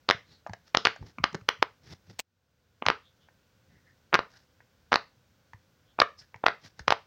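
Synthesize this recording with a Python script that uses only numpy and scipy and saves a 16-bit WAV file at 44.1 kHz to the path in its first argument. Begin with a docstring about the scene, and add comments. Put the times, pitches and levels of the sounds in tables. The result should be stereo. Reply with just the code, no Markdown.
"""Silicone bubbles snap on a pop-it toy that lies on a duvet, close to a phone in a small bedroom.
Each dome flips with a push and pull of air that rings its cup, plus filtered noise for crack and sheet.
Fingertips tap (ringing cups), rub (grainy noise), squeak (narrow noise) and thud the toy into the bedding
(fading sines); dry ticks sound left and right over a wide noise background that dips once.
The room answers with a short noise tail, and the phone's limiter holds down the loudest snaps."""
import sys
import numpy as np
from scipy import signal
from scipy.fft import rfft, irfft, next_fast_len
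from scipy.io import wavfile
from scipy.ndimage import uniform_filter1d, minimum_filter1d

SR = 44100
rng = np.random.default_rng(int(sys.argv[2]) if len(sys.argv) > 2 else 0)


def wav_out(sig):
    """Save sig, one row per channel (or a flat mono array), as 16-bit PCM at SR to the path in sys.argv[1]."""
    wavfile.write(sys.argv[1], SR, np.round(np.clip(np.atleast_2d(sig).T, -1, 1) * 32767).astype(np.int16))


N = 311346
TIME = np.arange(N) / SR  # s
BLOW = np.arange(-256, 1024) / SR  # s, the time around one short contact


def undb(db):
    """Decibels to gain."""
    return 10 ** (np.asarray(db) / 20)


def unit(x):
    """Scale to rms 1."""
    return x / np.sqrt(np.mean(x ** 2))


def colour(x, points):
    """Minimum-phase filter drawn through (Hz, dB) points, so no sound leaks ahead of its cause."""
    size = next_fast_len(len(x) + 2048) * 2
    hz, db = np.transpose(points)
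    bins = np.maximum(np.fft.rfftfreq(size, 1 / SR), 1)
    level_db = np.interp(np.log(bins), np.log(hz), db)
    # folding the cepstrum onto positive times makes the filter causal
    cepstrum = irfft(np.log(undb(level_db)))
    cepstrum[1:size // 2] *= 2
    cepstrum[size // 2 + 1:] = 0
    response = np.exp(rfft(cepstrum))
    return irfft(rfft(x, size) * response)[:len(x)]


def noise(points, count):
    """Coloured noise of rms 1."""
    return unit(colour(rng.standard_normal(count), points))


def resonate(x, hz, width_hz):
    """One resonance, gain 1 at its centre."""
    b, a = signal.iirpeak(hz, hz / width_hz, fs=SR)
    return signal.lfilter(b, a, x)


def swell(t, rise_s, fall_s):
    """Exponential rise up to t = 0, then exponential fall; both times are time constants."""
    return np.exp(-np.abs(t) / np.where(t < 0, rise_s, fall_s))


def add(track, s, sound):
    """Mix a sound into the track from time s."""
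    start = int(round(s * SR))
    track[start:start + len(sound)] += sound[:N - start]


# Background spectrum: [f/Hz, relative level/dB per Hz]
AIR_COLOUR = [(15, -44.5), (25, -21), (47, -10), (87, -1.5), (212, -11.5), (330, -17.5), (440, -18.5),
              (510, -12.5), (620, -20.5), (775, -21.5), (1300, -23), (1480, -17.5), (1750, -24.5),
              (3000, -26.5), (3400, -26), (3820, -27), (5880, -28), (9070, -40.5), (12000, -42),
              (15000, -34)]
AIR_DB = -66.5
DIP_S, DIP_DB, DIP_FALL_S, DIP_RECOVER_S = 2.23, -17, 0.016, 0.31


def background(side_db):
    """Steady coloured noise, one layer in the middle and one at the sides, with one sudden dip and slow return."""
    level = undb(AIR_DB + DIP_DB * swell(TIME - DIP_S, DIP_FALL_S, DIP_RECOVER_S))
    mid = level * noise(AIR_COLOUR, N)
    side = undb(side_db) * level * noise(AIR_COLOUR, N)
    return mid, side


def snap(hz):
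    """A dome darts through its flat state: one push of air and one pull, shorter when it is faster."""
    u = 2 * np.pi * hz * BLOW
    return -u / (1 + u ** 2) ** 2


# Spectrum of the noise that feeds each crack: [f/Hz, relative level/dB per Hz]
CRACK_COLOUR = [(600, -14), (2000, 1), (3500, -6), (5500, -7.5), (6600, -3), (7800, -19.5), (16000, -31.5)]


def crack(hz, rise_s, fall_s, width_hz=2300):
    """Tacky silicone tearing loose from the skin: a noise burst around one pitch."""
    tear = resonate(noise(CRACK_COLOUR, len(BLOW)), hz, width_hz)
    return unit(tear * swell(BLOW, rise_s, fall_s))


# Domes that flip: [t/s, level over 1 ms/dB, snap speed f/Hz, cup resonance f/Hz, crack centre f/Hz, crack level
# relative to the ringing body/dB, room send level relative to the near sound/dB]
POPS = [(0.09, -10, 750, 1220, 4200, -0.5, -16.5), (0.1003, -8.5, 510, 1340, 3650, -4, -4),
        (0.1103, -5, 1320, 1500, 3150, -2, -3), (0.749, -4.5, 992, 1180, 4120, -14, -12),
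        (0.772, -9.5, 503, 1300, 5700, 2.5, -0.5), (0.8529, -7.5, 1220, 1424, 3880, 2, 0.5),
        (0.8572, -10, 1390, 1310, 3750, -15, -1.5), (0.871, -8.5, 1120, 1500, 4040, -8, -1),
        (1.241, -5, 990, 1218, 3900, -4.5, -4), (1.4894, -3.5, 1300, 1245, 3600, -4, -6),
        (1.6269, -5, 1000, 1020, 4270, -15, -10), (2.824, -21.5, 590, 880, 3236, -6, -2.5),
        (2.8654, -11, 1830, 980, 4550, -21, -4), (2.8856, -8, 1640, 980, 3470, -22, -4.5),
        (2.9017, -10.1, 1060, 1220, 3700, -17, 1.5), (4.1296, -16.5, 1000, 860, 2500, -19, 9.5),
        (4.1369, -15, 610, 1580, 3300, -21.5, 1), (4.1423, -8, 1100, 1500, 4900, -16.5, -3.5),
        (4.1431, -7.5, 2240, 1258, 4890, -21, -10), (4.148, -10, 897, 1545, 4070, -9.5, 2),
        (4.1536, -8, 990, 1340, 3430, -21, -9.5), (4.1916, -13, 553, 1340, 4530, -11, -0.5),
        (4.921, -12, 740, 900, 3650, -20.5, -0.5), (4.9293, -8, 1000, 1340, 3840, -13, -8),
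        (4.933, -17.5, 670, 1527, 4670, -15, 0), (4.9416, -10.5, 736, 1220, 4460, -7.5, -2),
        (4.958, -6.5, 1220, 1150, 4400, -4, -3.5), (5.9895, -16, 610, 940, 3500, -25.5, 2),
        (6.0018, -4.5, 798, 800, 4680, 1.5, -17), (6.0169, -14, 670, 1590, 3570, -6.5, -2),
        (6.0186, -5.5, 970, 1200, 3730, -19.5, -1), (6.0203, -10.5, 814, 1386, 3740, -15.5, -2.5),
        (6.4398, -15, 544, 820, 2600, -29.5, -12), (6.462, -19, 1000, 1140, 3200, -13.5, -9.5),
        (6.4648, -6, 1190, 1096, 3180, -30, -3.5), (6.4663, -11, 990, 1410, 4200, -20, 3),
        (6.4835, -13, 840, 1440, 3900, -7.5, 1.5), (6.881, -7.5, 1090, 1140, 4300, -13, -6.5),
        (6.9059, -8, 1430, 756, 3720, -2.5, -0.5), (6.9236, -6.5, 960, 830, 4160, -16, -4.5)]
# Sheet of silicone around the domes: [f/Hz, relative level/dB per Hz]
SHEET_COLOUR = [(120, -16), (300, -2.5), (700, 0), (1200, 1.5), (2800, -8), (4000, -11.5), (6000, -11.5),
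                (9000, -20.5)]
SOFT_SNAP_DB = -12  # snaps weaker than this get a lower treble corner


def pops(cup_gain=1.4, cup_width_hz=380, slip_db=-17, sheet_db=-10, damping_hz=6000, dullest_hz=3500,
         dull_hz_per_db=800, treble_burst_db=-42, treble_swell_db=-48, treble_per_db=1.75,
         treble_db_per_octave=8):
    """The finger slips, the dome flips and rings its cup. Returns the near sound and what reaches the room."""
    near, far = np.zeros(N), np.zeros(N)
    for s, db, snap_hz, cup_hz, crack_hz, crack_db, room_db in POPS:
        push = snap(snap_hz)
        body = unit(push + cup_gain * resonate(push, cup_hz, cup_width_hz))
        body += undb(crack_db) * crack(crack_hz, rise_s=0.00025, fall_s=0.00055)
        # a tackier finger also creaks more around the snap
        body += undb(slip_db + 0.9 * crack_db) * crack(crack_hz, rise_s=0.0019, fall_s=0.0025)
        # the sheet around the dome shudders and is still within milliseconds
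        shudder = noise(SHEET_COLOUR, len(BLOW)) * swell(BLOW - .0008, 0.0021, 0.0025)
        body += undb(sheet_db) * unit(shudder)
        # soft rubber swallows the treble, more so in a weak snap
        softness_db = max(SOFT_SNAP_DB - db, 0)
        corner_hz = max(dullest_hz, damping_hz - dull_hz_per_db * softness_db)
        rubber = signal.butter(5, corner_hz, fs=SR, output="sos")
        body = unit(signal.sosfiltfilt(rubber, body))
        # faint treble noise: a short burst and a longer swell around the snap, stronger for loud, fast snaps
        treble_db = treble_per_db * (db + 9.5) + treble_db_per_octave * np.log2(snap_hz / 1200)
        hiss = rng.standard_normal(len(BLOW))
        body += undb(treble_burst_db + treble_db) * unit(hiss * swell(BLOW, .0002, .0004))
        body += undb(treble_swell_db + treble_db) * unit(hiss * swell(BLOW, 0.0018, 0.0025))
        # set the level as if the snap's energy filled one millisecond
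        body *= undb(db) * np.sqrt(SR / 1000 / len(BLOW))
        add(near, s + BLOW[0], body)
        add(far, s + BLOW[0], undb(room_db) * body)
    return near, far


# Room echo spectrum, before its resonances: [f/Hz, relative level/dB per Hz]
ROOM_COLOUR = [(60, -8.5), (180, -3.5), (300, -8.5), (420, -5.5), (620, -9.5), (850, -6.5), (1200, -5.5),
               (1650, -6.5), (2050, -4), (2600, -8.5), (4200, -10), (5500, -11.5), (8000, -15.5),
               (16000, -26)]
# Boxy resonances of the room: [f/Hz, width/Hz, gain]
ROOM_MODES = [(433, 52, 0.38), (570, 55, .7), (1200, 110, .4)]
ROOM_T60_S, ROOM_T60_HIGH_S = 0.19, 0.25  # decay by 60 dB below and above about 2500 Hz


def bedroom(x, wet_db=-18.0, lumpy_db=3.0):
    """The bedding returns almost nothing; the ceiling answers first, then the walls; treble lingers longest."""
    t = np.arange(SR // 2) / SR
    lumps_db = lumpy_db * np.minimum(rng.exponential(size=len(t)), 4)
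    echoes = rng.standard_normal(len(t)) * undb(lumps_db)
    low = signal.sosfiltfilt(signal.butter(2, 2500, fs=SR, output="sos"), echoes)
    high = echoes - low
    tail = low * undb(-60 * t / ROOM_T60_S) + high * undb(-60 * t / ROOM_T60_HIGH_S)
    # weak for the first 9 ms, then the ceiling's answer peaks at 10 ms
    arrival = np.where(t < .009, .25, 1) + .4 * swell(t - .01, .0003, .002)
    tail = colour(tail * arrival, ROOM_COLOUR)
    tail += sum(gain * resonate(tail, hz, width_hz) for hz, width_hz, gain in ROOM_MODES)
    return undb(wet_db) * signal.fftconvolve(x, tail / np.linalg.norm(tail))[:N]


# The toy pushed into the duvet: [t/s, level of the sine before its fade/dB, f/Hz]
THUDS = [(0.149, -36, 119), (.497, -35.5, 175), (0.507, -33, 102), (0.761, -40, 100), (0.866, -37.5, 120),
         (1.014, -32.5, 76.8), (1.034, -35.5, 80), (1.187, -34, 237), (1.203, -30.5, 141.3),
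         (1.22, -37, 70.4), (1.332, -39.5, 174), (1.348, -25, 390), (1.351, -26, 163), (1.42, -40.5, 107),
         (1.598, -42.5, 100.8), (2.095, -44.5, 119.4), (2.825, -35, 230), (2.871, -32, 105),
         (2.896, -31, 165), (4.143, -32.5, 99), (4.20, -43.5, 110), (4.935, -42, 109.8),
         (5.546, -40.5, 101.7), (6.005, -43, 110.7), (6.357, -43, 110), (6.44, -50.5, 199),
         (6.806, -38, 66), (6.89, -33.5, 110)]


def thuds(rise_s=0.0026, cycles=0.79):
    """The toy bobs for a cycle or two on the soft bedding: a low sine that fades in proportion to its period."""
    out, t = np.zeros(N), np.arange(-512, 4096) / SR
    for s, db, hz in THUDS:
        bob = np.sin(2 * np.pi * hz * t) * swell(t, rise_s, cycles / hz)
        add(out, s + t[0], undb(db) * bob)
    return out


# Strokes of skin over silicone and cloth:
# [t of the fastest moment/s, fade time constant/s, hiss level before trim/dB, rumble level before trim/dB]
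RUBS = [(0.32, 0.031, -64, -62.5), (0.677, .014, -60, -74.5), (1.028, .018, -69.5, -45.5),
        (1.082, 0.015, -59, -57), (1.872, 0.02, -59, -56), (1.92, 0.016, -50.5, -48),
        (2.1, .018, -59.5, -50.5), (2.16, 0.029, -76.5, -71), (3.22, .035, -78.5, -74.5),
        (3.74, .04, -77, -60), (3.9, .035, -77, -71), (4.358, .035, -60, -66.5),
        (6.192, 0.0079, -65.5, -65), (6.222, 0.012, -57, -68.5), (6.657, .018, -51.5, -55.5),
        (6.803, 0.012, -59.5, -53)]
# Hiss of the skin: [f/Hz, relative level/dB per Hz]
RUB_COLOUR = [(240, -36.5), (400, -8), (446, -24), (528, -7), (852, -3), (994, -9.5), (1870, -3),
              (2510, -10), (5520, -3.5), (8370, -29.5), (16000, -34)]
# Rumble of the bedding: [f/Hz, relative level/dB per Hz]
RUMBLE_COLOUR = [(20, -22.5), (55, -4.5), (110, 9.5), (220, -1), (450, -8), (900, -28), (4000, -66)]
RUB_RISE_SHARE = .85  # a stroke's rise time as a share of its fade time


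def rubs(grain_db=4, catch_db=4, hiss_db=-1, rumble_db=-1.0, bump_db=3):
    """Sliding skin catches and lets go in tiny grains while the hand's weight shifts the bedding."""
    hiss, rumble = np.zeros(N), np.zeros(N)
    for s, fade_s, high_db, low_db in RUBS:
        # each stroke gathers speed, rounds off and slows again
        ramp = swell(TIME - s, RUB_RISE_SHARE * fade_s, fade_s)
        speed = 2 * ramp / (1 + ramp ** 2)
        hiss += speed * undb(high_db + hiss_db)
        rumble += speed * undb(low_db + rumble_db)
    # the grip changes every few milliseconds; a firmer catch scratches and tugs at once
    knots = TIME[::200]
    grip = np.interp(TIME, knots, rng.standard_normal(len(knots)))
    grit_db = grain_db * np.minimum(rng.exponential(size=N), 5)
    grains = rng.standard_normal(N) * undb(catch_db * grip + grit_db)
    tugs = rng.standard_normal(N) * undb(bump_db * grip)
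    scratching = hiss * unit(colour(grains, RUB_COLOUR))
    tugging = rumble * unit(colour(tugs, RUMBLE_COLOUR))
    return scratching + tugging


# Tacky skin squeaking faintly on the rubber: [t of the middle/s, length/s, f/Hz, rms level before its fades/dB]
SQUEAKS = [(0.334, 0.073, 4170, -64), (3.069, 0.051, 3530, -65.5), (3.24, 0.052, 3250, -71.5),
           (3.754, 0.079, 1900, -71), (3.891, 0.045, 1812, -65), (4.355, 0.038, 1560, -63),
           (5.903, 0.043, 3298, -72.5), (6.198, 0.021, 5070, -51.5), (6.226, 0.028, 1640, -66)]


def squeaks():
    """Uneven stick and slip gives a brief, hoarse band of sound: noise through two equal resonances."""
    out = np.zeros(N)
    for s, length_s, hz, db in SQUEAKS:
        t = np.arange(int(4 * length_s * SR)) / SR - 2 * length_s
        chatter = rng.standard_normal(len(t))
        for _ in range(2):
            chatter = resonate(chatter, hz, hz / 5)
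        bell = np.exp(-2 * (t / length_s) ** 2)
        add(out, s + t[0], undb(db) * unit(chatter) * bell)
    return out


# Fingertips landing on domes: [t/s, peak level/dB, cup resonance f/Hz, overtone f/Hz,
# overtone gain/dB, crack level relative to the ringing body/dB]
TAPS = [(0.465, -26, 723, 922, -10, -30.5), (.4715, -34, 1000, 1920, -12, -15.5),
        (0.496, -34.5, 830, 1700, -8, -18), (0.535, -26.5, 850, 1350, -1.5, -9),
        (.962, -35.5, 730, 1598, -2, -13), (1.027, -42, 868, 1800, -16, -26),
        (1.185, -25.5, 1180, 2345, -3, -24.5), (1.33, -40.5, 864, 1800, -8, -1),
        (1.3465, -21.5, 920, 1293, -4, -10), (1.351, -26, 585, 1300, -7, -6),
        (1.4125, -46, 1247, 2470, -3.5, -11), (2.8554, -26.5, 799, 1500, -6, -23.5),
        (2.864, -17.5, 1504, 3000, -5.5, -6), (3.287, -44.5, 1000, 1870, 8, -28),
        (4.605, -44, 1050, 1857, 3, -26.5), (5.534, -36, 961, 1827, 1, -19),
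        (6.344, -30, 955, 2290, 1, -26), (6.361, -42, 900, 2200, 3, -10.5), (6.794, -32, 904, 1730, 16, -5)]


def taps(contact_hz=700, drag=1.0, cup_width_hz=190, overtone_width_hz=420, thump=0.049, skin_hz=4700):
    """A fingertip sinks onto a dome, dragging a little, and rings the cup without flipping it."""
    out = np.zeros(N)
    pad = signal.butter(3, 2400, fs=SR, output="sos")  # the soft fingertip
    for s, db, cup_hz, overtone_hz, overtone_db, crack_db in TAPS:
        skid = signal.sosfiltfilt(pad, rng.standard_normal(len(BLOW)) * swell(BLOW, 0.00035, 0.003))
        push = unit(snap(contact_hz)) + drag * unit(skid)
        ring = resonate(push, cup_hz, cup_width_hz)
        ring += undb(overtone_db) * resonate(push, overtone_hz, overtone_width_hz)
        body = unit(thump * push + ring)
        body += undb(crack_db) * crack(skin_hz, rise_s=0.00081, fall_s=0.0022)
        add(out, s + BLOW[0], undb(db) * body / np.abs(body).max())
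    return out


# Dry, bright ticks: [t/s, peak level midway between left and right/dB, left minus right level/dB]
TICKS = [(2.1927, -20, 3), (2.197, -17, 9.5), (2.2021, -21.5, -9.5)]
# Tick spectrum: [f/Hz, relative level/dB per Hz]
TICK_COLOUR = [(200, -28), (500, 0), (950, 8.5), (1300, -7.5), (2200, 7), (5500, 1.5), (8000, -1),
               (11000, -25.5), (15000, -7)]


def ticks(scrape_db=-19):
    """Sharp noise ticks to the left and right, each within a short scrape."""
    out = np.zeros((2, N))
    for s, db, pan_db in TICKS:
        shape = swell(BLOW, 0.0004, 0.00034) + undb(scrape_db) * swell(BLOW, 0.0033, 0.0045)
        tick = noise(TICK_COLOUR, len(BLOW)) * shape
        tick /= np.abs(tick).max()
        for channel, ear_db in zip(out, (pan_db / 2, -pan_db / 2)):
            add(channel, s + BLOW[0], undb(db + ear_db) * tick)
    return out


def scene(side_db=-2.5, room_width_db=-20, handling_room_db=-1):
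    """The toy is straight ahead; the background is wide and the room's echo has a trace of width."""
    air_mid, air_side = background(side_db)
    near, far = pops()
    handling = thuds() + squeaks() + taps()
    to_room = far + undb(handling_room_db) * handling
    mid = near + handling + bedroom(to_room) + rubs() + air_mid
    side = air_side + undb(room_width_db) * bedroom(to_room)
    return np.array([mid + side, mid - side]) + ticks()


TOP_HZ = 16000


def record(dry):
    """The phone's limiter ducks for a few milliseconds around each tall peak; deep bass and top are cut."""
    size, ceiling = 91, .85  # window in samples, peak amplitude
    allowed = np.minimum(1, ceiling / (np.abs(dry).max(axis=0) + 1e-9))
    gain = uniform_filter1d(minimum_filter1d(allowed, size), size)
    bass_cut = signal.butter(2, 42, "high", fs=SR, output="sos")
    top_cut = signal.ellip(8, .2, 70, TOP_HZ, fs=SR, output="sos")
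    lean = signal.sosfilt(bass_cut, dry * gain)
    return signal.sosfilt(top_cut, lean)


dry = scene()
out = record(dry)
wav_out(out)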